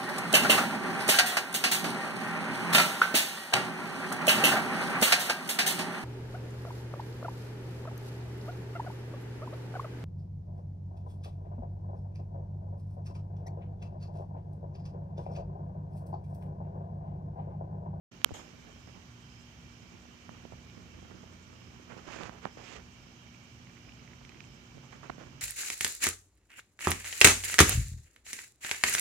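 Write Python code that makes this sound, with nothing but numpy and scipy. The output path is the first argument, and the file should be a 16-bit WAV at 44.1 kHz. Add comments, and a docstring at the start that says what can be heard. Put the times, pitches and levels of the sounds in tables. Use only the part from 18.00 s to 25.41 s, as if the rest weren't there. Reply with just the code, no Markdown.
"""A garden at night, heard from a hand-held phone, where a hawk moth works a trumpet flower.
Night air hisses over a mains hum and far engines; a katydid rasps and a cricket trills in the distance.
Fingers knock, slide and squeak on the phone's case, close to the right microphone, and the case snaps once.
The moth's wingbeats push soft puffs of air, and its wing tips tick against the petals."""
import sys
import numpy as np
from scipy import signal
from scipy.fft import rfft, irfft, next_fast_len
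from scipy.io import wavfile
from scipy.ndimage import uniform_filter1d, minimum_filter1d

SR = 44100
rng = np.random.default_rng(int(sys.argv[2]) if len(sys.argv) > 2 else 0)


def to_wav(sig):
    """Store sig (one row per channel, or 1-D mono) as 16-bit WAV at the path in sys.argv[1].

    Samples outside -1..1 are clipped; the rate is SR.
    """
    pcm = np.clip(np.atleast_2d(sig), -1, 1) * 32767
    pcm = np.round(pcm).astype(np.int16)
    wavfile.write(sys.argv[1], SR, pcm.T)  # frames by channels


N = 326781
TIME = np.arange(N) / SR
HIT_TIME = TIME[:SR // 20]
BINS = np.maximum(np.fft.rfftfreq(next_fast_len(N), 1 / SR), 1)


def from_db(db):
    """Decibels to gain."""
    return 10 ** (np.asarray(db) / 20)


def pan(left_db=0, right_db=0):
    """A gain for each channel."""
    return from_db([[left_db], [right_db]])


def rms_one(x):
    """Scale to rms 1."""
    return x / np.sqrt(np.mean(x ** 2) + 1e-20)


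def at_peak(x, db):
    """Scale a hit to a peak level."""
    return x / np.abs(x).max() * from_db(db)


def in_time(rows):
    """Each column of an automation curve at every sample."""
    s, *columns = np.transpose(rows)
    return [np.interp(TIME, s, c) for c in columns]


def in_hz(rows):
    """Each column of a spectrum at every frequency bin."""
    hz, *columns = np.transpose(rows)
    return np.array([np.interp(np.log(BINS), np.log(hz), c) for c in columns])


def shape(x, gain):
    """Equalise with a gain per frequency bin."""
    size = next_fast_len(N)
    return irfft(rfft(x, size) * gain, size)[..., :N]


def dull(x, hz):
    """Roll off the highs above hz."""
    return shape(x, 1 / (1 + (BINS / hz) ** 2))


def coloured_noise(eq, texture=1):
    """Stereo noise, modulated by a texture, equalised and scaled to rms 1."""
    return rms_one(shape(rng.standard_normal((2, N)) * texture, from_db(in_hz(eq))))


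def drift(rate_hz):
    """Smooth random modulation with a spread of 1."""
    pole = np.exp(-16 * np.pi * rate_hz / SR)
    slow = signal.lfilter([1], [1, -2 * pole, pole * pole], rng.standard_normal(N // 8 + 5002))[5000:]
    return np.interp(TIME, np.arange(len(slow)) * 8 / SR, rms_one(slow))


def swell(s, half_width):
    """A smooth rise and fall around time s."""
    return np.exp(-np.minimum(((TIME - s) / half_width) ** 2, 20))


def envelope(start, length, attack, release):
    """Rise around the start, hold, then die away with the release as time constant."""
    rise = np.clip((TIME - start) / attack + .5, 0, 1)
    return rise * np.exp(-np.clip((TIME - start - length) / release, 0, 20))


def ring(hz, t60):
    """A damped sine, 50 ms long."""
    return np.sin(2 * np.pi * hz * HIT_TIME) * from_db(-60 * HIT_TIME / t60)


def smear(x, hz, width_hz):
    """All-pass: bending waves around hz arrive later than the rest of a hit."""
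    pole = np.exp(-np.pi * width_hz / SR)
    bend = [1, -2 * pole * np.cos(2 * np.pi * hz / SR), pole * pole]
    return signal.lfilter(bend[::-1], bend, x)


def add(out, s, sound):
    """Mix a short stereo sound in at time s."""
    at = int(s * SR)
    out[:, at:at + sound.shape[1]] += sound[:, :N - at]


# the bed of night air: (frequency [Hz], left density [dB/Hz], right density [dB/Hz])
AIR_BED = [(25, -103, -104), (55.1, -76, -76), (136, -78.5, -77.5), (296, -90.5, -85.5), (550, -96.5, -94),
           (1200, -99.8, -91), (1940, -101.6, -92.5), (3654, -103.8, -97), (4700, -105.5, -98),
           (5670, -107.2, -94.5), (6630, -111.1, -96.5), (7430, -112, -106), (8270, -112.5, -111.5),
           (9900, -120.3, -127.2), (13300, -115.1, -118.4)]
# its stereo image: (frequency [Hz], left-right correlation [-1 to 1])
AIR_IMAGE = [(60, 0.89), (130, 0.96), (290, 0.49), (640, 0.93), (1400, -0.4), (3100, 0.056)]
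# bands of distant insects: (centre [Hz], half-width [Hz], left density [dB/Hz], right density [dB/Hz])
INSECT_BANDS = [(1400, 26, -103, -91), (2317, 122, -94, -89), (2834, 284, -101, -91),
                (3135, 128, -94.5, -91.5), (5870, 129, -116, -99)]


def night_air(rumble_hz=250, rumble_waver_db=1.5, insect_waver_db=1.5):
    """Diffuse hiss, wide in the treble, with a breathing low end and narrow bands of far insects."""
    correlation = in_hz(AIR_IMAGE)[0]
    mid, side = rng.standard_normal((2, N)) * np.sqrt(SR / 2)
    mid = shape(mid, np.sqrt((1 + correlation) / 2))
    side = shape(side, np.sqrt((1 - correlation) / 2))
    air = shape(np.array([mid + side, mid - side]), from_db(in_hz(AIR_BED)))
    air += dull(air, rumble_hz) * (from_db(rumble_waver_db * drift(4.1)) - 1)
    for hz, half_width, left_db, right_db in INSECT_BANDS:
        white = rng.standard_normal((2, N)) * np.sqrt(SR / 2)
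        band = shape(white, 1 / (1 + ((BINS - hz) / half_width) ** 4))
        air += band * pan(left_db, right_db) * from_db(insect_waver_db * drift(2.9))
    return air


# mains and motor drones: (pitch [Hz], level [dB], unsteadiness [0-1])
HUM_TONES = [(118.7, -65, 0.98), (179.1, -67.5, 1), (239.4, -62, 0), (297.4, -74.5, 0.74),
             (352, -73.5, 0.82)]


def hum(waver_db=1.5, wander_rad=0.49, swell_db=9.5):
    """A steady mains tone among wavering motor tones; the lowest swells once."""
    out = np.zeros(N)
    lift_db = swell_db * swell(1.2, half_width=0.17)
    for k, (hz, db, unsteady) in enumerate(HUM_TONES):
        level_db = db + (k == 0) * lift_db + unsteady * waver_db * drift(4.9)
        out += from_db(level_db) * np.sin(2 * np.pi * hz * TIME + unsteady * wander_rad * drift(1.4))
    return np.sqrt(2) * out * pan(-1, 1)


# pitch and level rides, one list per engine: (time [s], firing rate [Hz], level [dB])
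ENGINE_RIDES = [
    [(.9, 126.3, -78), (1.3, 143, -68), (2.2, 168.5, -76), (3.0, 185.2, -61), (3.7, 205.3, -78)],
    [(2.5, 76.5, -76), (3.0, 80.9, -62), (3.5, 87.4, -58.5), (3.75, 90.1, -74)],
    [(5.1, 96.3, -80), (5.6, 101, -65), (6.1, 105, -83)],
    [(5.2, 120.9, -72), (5.6, 126.5, -60), (6.1, 134, -64), (6.6, 136.4, -62), (7.4, 138.7, -55)],
]


def far_traffic(waver_db=1.5, wander_rad=.25, octave_db=-11):
    """Engines pull away: each note climbs slowly and wavers with distance."""
    out = np.zeros(N)
    for ride in ENGINE_RIDES:
        hz, db = in_time(ride)
        phase = 2 * np.pi * np.cumsum(hz) / SR + wander_rad * drift(2)
        note = np.sin(phase) + from_db(octave_db) * np.sin(2 * phase)
        out += from_db(db + waver_db * drift(2.7)) * note
    return np.sqrt(2) * out * pan(-1, 1)


# tone of the katydid's rasp: (frequency [Hz], gain [dB])
KATYDID_EQ = [(5000, -20.5), (6300, 1.5), (7100, 3), (7700, -1.5), (8300, -3), (8900, -17), (9600, -28),
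              (10500, -41)]


def katydid(first_s=.111, every_s=.1006, half_width_s=.03, level_db=-69, waver_db=2.0):
    """Each stroke of file over scraper is a short high rasp, blurred by distance into a pulsing hiss."""
    from_nearest = (TIME - first_s + every_s / 2) % every_s - every_s / 2
    pulses = np.exp(-(from_nearest / half_width_s) ** 2)
    rasps = coloured_noise(KATYDID_EQ) * pulses
    return rasps * from_db(level_db + waver_db * drift(6)) * pan(left_db=-12)


# cricket cues, about two a second: (time [s], level [dB])
CRICKET_CHIRPS = [(.41, -62.5), (.88, -65), (1.37, -63.5), (1.779, -67), (2.2, -73), (2.73, -68),
                  (3.2, -69), (3.63, -66), (4.1, -64), (4.6, -61.5), (5.05, -66), (5.48, -72), (5.9, -65.5),
                  (6.5, -67), (6.98, -72), (7.4, -70)]


def cricket(pitch_hz=5160, spread_hz=25, blur_hz=130, trill_hz=45, trill_depth=0.24):
    """Short trills, each at a slightly different pitch, blurred by distance into a narrow band."""
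    chirps = sum(from_db(db) * swell(s, half_width=0.12) for s, db in CRICKET_CHIRPS)
    hz, = in_time([(s, pitch_hz + spread_hz * rng.normal()) for s, _ in CRICKET_CHIRPS])
    phase = 2 * np.pi * np.cumsum(hz) / SR
    blur = rms_one(dull(rng.standard_normal((2, 2, N)), blur_hz))
    tone = blur[0] * np.sin(phase) + blur[1] * np.cos(phase)
    trill = 1 + trill_depth * np.sin(2 * np.pi * trill_hz * TIME)
    return tone * chirps * trill * pan(left_db=-13)


# tone of the shifting grip: (frequency [Hz], gain [dB])
GRIP_EQ = [(1500, -26), (2400, -17), (3200, 0), (3900, -10), (4900, -22), (6700, 0), (9000, -18),
           (10500, -29), (12200, -17.5), (14500, -34)]


def grip_shift(level_db=-48):
    """A short smooth "tss", stronger on the left, as the grip shifts."""
    fade = envelope(start=0.339, length=0.015, attack=.005, release=0.048)
    return coloured_noise(GRIP_EQ) * from_db(level_db) * fade * pan(right_db=-3)


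# the dull rub and the bright squeak of skin, each: (frequency [Hz], gain [dB])
FRICTION_EQ = [(60, -6), (170, 2), (350, 7), (700, 2.5), (1200, 1.5), (1700, -0.5), (2400, -5.5),
               (3100, -9), (3900, -23), (7000, -20), (11000, -70)]
SQUEAK_EQ = [(800, -12), (2300, 10), (3200, 5.5), (3900, 0), (5700, 0), (6800, 2.5), (7600, -6),
             (8500, -11.5), (9700, -38), (11800, -25), (14500, -48)]
# finger moves: (start [s], attack [s], length [s], friction [dB], squeak [dB], slip pitch [Hz])
FINGER_STROKES = [(.336, .014, 0.077, -49.5, -56, 800), (0.409, .014, 0.093, -57, -66, 700),
                  (0.662, .018, .033, -54, -69, 600), (0.868, .01, .03, -57, -69, 950),
                  (0.939, .02, 0.054, -57.5, -72, 700), (2.335, 0.02, 0.028, -56, -76, 900),
                  (2.512, .02, 0.024, -57, -72, 600), (3.9, 0.028, 0.022, -43, -58, 1300),
                  (3.97, .014, 0.026, -49, -56, 1300), (4.028, 0.022, 0.053, -53.5, -60, 1100),
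                  (4.068, 0.028, .045, -43, -49.5, 1200), (4.114, 0.013, 0.023, -41.5, -44, 2250),
                  (4.141, .012, 0.031, -43, -46.5, 1900), (4.18, 0.018, .025, -42.5, -48, 1700),
                  (4.207, .008, 0.065, -42, -48, 905), (4.292, .014, 0.087, -52, -72, 800),
                  (4.421, .03, 0.049, -46, -56, 1300), (4.572, .005, .069, -50, -55.5, 700),
                  (4.63, .03, 0.1, -49.5, -48.5, 2200), (4.711, 0.036, 0.027, -46, -46, 1300),
                  (4.745, 0.022, .022, -43, -46.5, 1100), (6.827, .014, .03, -56, -70, 1100),
                  (6.923, .003, 0.0071, -46.5, -54.5, 1500), (7.029, .003, .034, -47.5, -59, 1200),
                  (7.115, .014, 0.011, -50.5, -70, 1200), (7.19, .03, .035, -47.5, -60, 1400),
                  (7.257, 0.0094, .014, -52.5, -62, 1600)]


def finger_slide(grain_hz=700, grain_db=2.8, judder_hz=50, judder_db=.8):
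    """Skin drags over the case in tiny uneven grains; as it lifts, the squeak dies before the rub."""
    rubbing, squeaking = np.zeros((2, N))
    for s, attack, length, friction_db, squeak_db, _ in FINGER_STROKES:
        rubbing = np.maximum(rubbing, from_db(friction_db) * envelope(s, length, attack, release=0.028))
        squeaking = np.maximum(squeaking, from_db(squeak_db) * envelope(s, length, attack, release=0.014))
    grip = from_db(grain_db * drift(grain_hz) + judder_db * drift(judder_hz))
    friction = coloured_noise(FRICTION_EQ, grip) * rubbing
    squeak = coloured_noise(SQUEAK_EQ, np.sqrt(grip)) * squeaking
    return friction * pan(left_db=-18) + squeak * pan(left_db=-19)


def finger_slips(slips_per_s=220, cycles=6.9, above_friction_db=4, spread_db=3, pitch_spread=.25):
    """Sliding skin catches and lets go; each slip rings the case near the pitch of its stroke."""
    out = np.zeros((2, N))
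    for s, attack, length, friction_db, _, stroke_hz in FINGER_STROKES:
        gaps, strengths, pitches = rng.standard_normal((3, 48))
        delays = np.cumsum(np.exp(.5 * gaps)) / slips_per_s
        for delay, strength, pitch in zip(delays[delays < length], strengths, pitches):
            hz = stroke_hz * np.exp(pitch_spread * pitch)
            slip = smear(ring(hz, cycles / hz), hz, hz)
            slip = at_peak(slip, friction_db + above_friction_db + spread_db * strength)
            pressure = min(delay / attack + .5, 1)
            add(out, s + delay, pressure * slip * pan(left_db=-18))
    return out


# hits on the case: (time [s], right peak [dB], left peak [dB], right pitch [Hz], thud re ring [dB])
FINGER_KNOCKS = [(.217, -31, -42, 3010, -23), (0.2594, -33.5, -43, 350, -19), (.292, -34, -46, 1300, -17),
                 (0.307, -28.5, -44, 420, -17), (0.3144, -33, -34.5, 560, -15), (.317, -34, -32, 120, -6),
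                 (.875, -35.5, -58, 950, -19), (2.054, -40, -54, 705, -14), (2.2924, -27, -43, 950, -9),
                 (2.315, -44, -50, 220, -6), (2.4517, -30, -60, 444, -22), (2.522, -31.5, -56, 520, -16),
                 (2.533, -37.5, -53, 700, -1), (3.027, -38, -57, 400, -8), (3.1, -41, -55, 479, -14),
                 (3.239, -37, -58, 602, -17), (3.922, -30.5, -54, 1300, -8), (3.966, -33.5, -50, 420, -9),
                 (4.087, -31, -52, 900, -22), (4.1624, -32.5, -50, 330, -5),
                 (4.1843, -30.5, -50, 1400, -25), (4.2016, -33, -50, 330, -17),
                 (4.2081, -25, -48, 680, -22), (4.213, -33, -53, 520, -18), (4.2343, -21, -41, 2900, -25),
                 (4.2345, -29, -33, 7000, -25), (4.2565, -33, -50, 1100, -20), (4.294, -26, -37, 905, -17),
                 (4.2945, -30.5, -45, 2400, -25), (4.4545, -36, -48, 6000, -30),
                 (4.4528, -22.5, -54, 2400, -30), (4.4546, -13.5, -33, 890, -19.5),
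                 (4.465, -31, -37, 1000, -10), (4.469, -33, -48, 498, -16), (4.571, -36, -35, 560, -19),
                 (6.7716, -40, -50, 300, -12), (6.779, -38.5, -55, 400, -14), (6.9276, -34, -46, 1300, -11),
                 (6.931, -33, -48, 1000, -16), (7.032, -33, -46, 1050, -19), (7.0973, -20, -30, 890, -25),
                 (7.1, -20, -29, 770, -18), (7.1, -28.5, -46, 2800, -30), (7.1012, -23, -46, 1500, -22),
                 (7.1016, -31, -39, 370, -19), (7.1812, -33, -49, 417, -17)]


def finger_knocks(cycles=2.26, edge_db=-12, edge_ratio=2.18, left_ratio=0.61, left_lag_s=0.00046):
    """A soft finger pad gives a dry, damped pop with a brighter edge, a scuff of skin and a low thud."""
    out = np.zeros((2, N))
    pad_band = signal.butter(1, [110, 3500], "band", fs=SR)
    skin_band = signal.butter(4, 7000, fs=SR)
    thud = np.interp(HIT_TIME - 0.0019, HIT_TIME, ring(hz=160, t60=0.021))  # trails the pop
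    scuff_fade = from_db(-25 - 60 * HIT_TIME / 0.011)

    def pop(hz, thud_db):
        """One touch ringing at hz."""
        body = ring(hz, cycles / hz) - from_db(edge_db) * ring(hz * edge_ratio, cycles / hz)
        body = smear(body, hz, width_hz=1.46 * hz)
        scuff = scuff_fade * signal.lfilter(*skin_band, rng.standard_normal(len(HIT_TIME)))
        return signal.lfilter(*pad_band, body - from_db(thud_db) * thud + scuff)

    for s, right_db, left_db, hz, thud_db in FINGER_KNOCKS:
        add(out, s, at_peak(pop(hz, thud_db), right_db) * [[0], [1]])
        # later and duller at the far microphone
        add(out, s + left_lag_s, at_peak(pop(hz * left_ratio, thud_db), left_db) * [[1], [0]])
    return out


# resonances of the case: (frequency [Hz], level [dB], t60 [s])
CASE_MODES = [(800, -7.5, 0.0061), (1070, 5, 0.0045), (3230, 12, 0.0026), (5130, -22, 0.0013),
              (6440, -5, 0.004), (7760, -3.5, 0.004), (8500, -22, 0.0014), (11270, 7, 0.0014),
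              (13650, 1, 0.002)]


def case_snap(at_s=.2454, left_db=-1.8, right_db=17):
    """The stiff case cracks once, hard enough to hit the limiter; its modes die within milliseconds."""
    out = np.zeros((2, N))
    crack = sum((-1) ** k * from_db(db) * ring(hz, t60) for k, (hz, db, t60) in enumerate(CASE_MODES))
    crack = signal.lfilter(*signal.butter(1, 350, "high", fs=SR), crack)  # a small plate has little bass
    crack = smear(crack, hz=3000, width_hz=2500)
    # the far microphone gets a duller blow and one bright mode
    edge_hz, _, edge_t60 = CASE_MODES[-2]
    far_crack = ring(hz=1500, t60=0.00054) + from_db(-2) * ring(edge_hz, edge_t60)
    add(out, at_s, np.array([at_peak(far_crack, left_db), at_peak(crack, right_db)]))
    return out


# air stirred by the hovering moth, strongest as it enters the flower: (time [s], level [dB])
WASH_RIDE = [(.5, -56), (1.3, -67), (2.1, -59), (2.5, -55.5), (3.15, -52), (3.4, -57), (3.9, -54),
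             (4.9, -62.5), (5.6, -65.5), (6.3, -57.5), (6.6, -63.5), (7.4, -56.5)]
# tone of that air: (frequency [Hz], gain [dB])
WASH_EQ = [(25, -28), (45, -10.5), (110, 6), (330, 2.5), (700, -7.5), (1300, -8), (2500, -14), (6000, -59)]
# brief whooshes as the moth darts: (time [s], gain [dB])
MOTH_DARTS = [(.685, -59), (.98, -54), (1.94, -49), (2.32, -52), (2.53, -52), (2.79, -49), (2.975, -49),
              (3.145, -50), (6.77, -47)]


def wing_wash(wingbeat_hz=35.6, beat_wander=0.058, depth=0.44, rough_db=3.0, dart_dull_hz=604):
    """Each wingbeat pushes a soft puff of turbulent air; a dart shoves more at once and sounds duller."""
    phase = 2 * np.pi * np.cumsum(wingbeat_hz * (1 + beat_wander * drift(3.27))) / SR
    puffs = (1 + depth * np.sin(phase)) * from_db(rough_db * drift(34))
    flutter = coloured_noise(WASH_EQ, puffs)
    hover = flutter * from_db(in_time(WASH_RIDE)[0])
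    darts = sum(from_db(db) * swell(s, half_width=0.019) for s, db in MOTH_DARTS)
    return (hover + dull(flutter, dart_dull_hz) * darts) * pan(left_db=-13)


# featured ticks on the petals: (time [s], right peak [dB], pitch [Hz], brush re ring [dB])
PETAL_TICKS = [(2.699, -39.5, 2920, -8), (5.272, -42.5, 2200, -18), (5.346, -40.5, 2410, -16),
               (5.671, -41, 2100, -18), (5.779, -43.5, 2390, -14), (5.849, -43.5, 2154, -22),
               (5.893, -35.5, 2600, -9), (5.922, -40, 2950, -20), (5.995, -44, 2250, -22),
               (6.077, -44, 2060, -16), (6.116, -44, 2050, -22), (6.134, -40, 2070, -20),
               (6.25, -34, 2230, -3), (6.293, -35, 2460, -2), (6.32, -39.5, 2100, -22),
               (6.346, -39, 2200, -12), (6.372, -40, 2500, -10), (6.405, -28.5, 2450, -9),
               (6.441, -38.5, 2500, -10)]


def wing_ticks(ring_t60=0.0074, brush_t60=0.0099, feeding_s=(5.6, 6.45), faint_db=-47, faint_hz=2120):
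    """A wing tip flicks the petal, which rings briefly under a bright brush of scales."""
    out = np.zeros((2, N))
    papery = signal.butter(4, [800, 6500], "band", fs=SR, output="sos")
    faint_ticks = []  # scattered while the moth is deep in the flower
    for _ in range(10):
        s = rng.uniform(*feeding_s)
        db = faint_db + 2.5 * rng.normal()
        hz = faint_hz * np.exp(0.084 * rng.normal())
        faint_ticks.append((s, db, hz, -20))
    for s, db, hz, brush_db in PETAL_TICKS + faint_ticks:
        brush = rng.standard_normal((2, len(HIT_TIME))) * from_db(brush_db - 60 * HIT_TIME / brush_t60)
        tick = signal.sosfilt(papery, ring(hz, ring_t60) + brush)
        add(out, s, at_peak(tick, db) * pan(left_db=-11))
    return out


def scene():
    """Garden, moth and hand, in the open with no echo."""
    garden = night_air() + hum() + far_traffic() + cricket() + katydid()
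    moth = wing_wash() + wing_ticks()
    hand = finger_knocks() + case_snap() + finger_slide() + finger_slips() + grip_shift()
    return garden + moth + hand


def limiter(x, threshold=1.63, hold_samples=520):
    """A loud peak ducks both channels for about 12 ms; what still sticks out is soft-clipped."""
    gain = threshold / np.maximum(np.abs(x).max(axis=0), threshold)
    held = minimum_filter1d(gain, hold_samples, origin=hold_samples * 2 // 5)
    return .92 * np.tanh(x * uniform_filter1d(held, hold_samples // 10))


def record(dry):
    """The microphones open after a moment; peaks are limited and the top is cut."""
    fade_in = np.clip((TIME - 0.1118) / .008, 0, 1)
    high_cut = signal.ellip(8, .1, 60, 14600, fs=SR, output="sos")
    return signal.sosfiltfilt(high_cut, limiter(dry * fade_in) + 1e-18)


dry = scene()
out = record(dry)
to_wav(out)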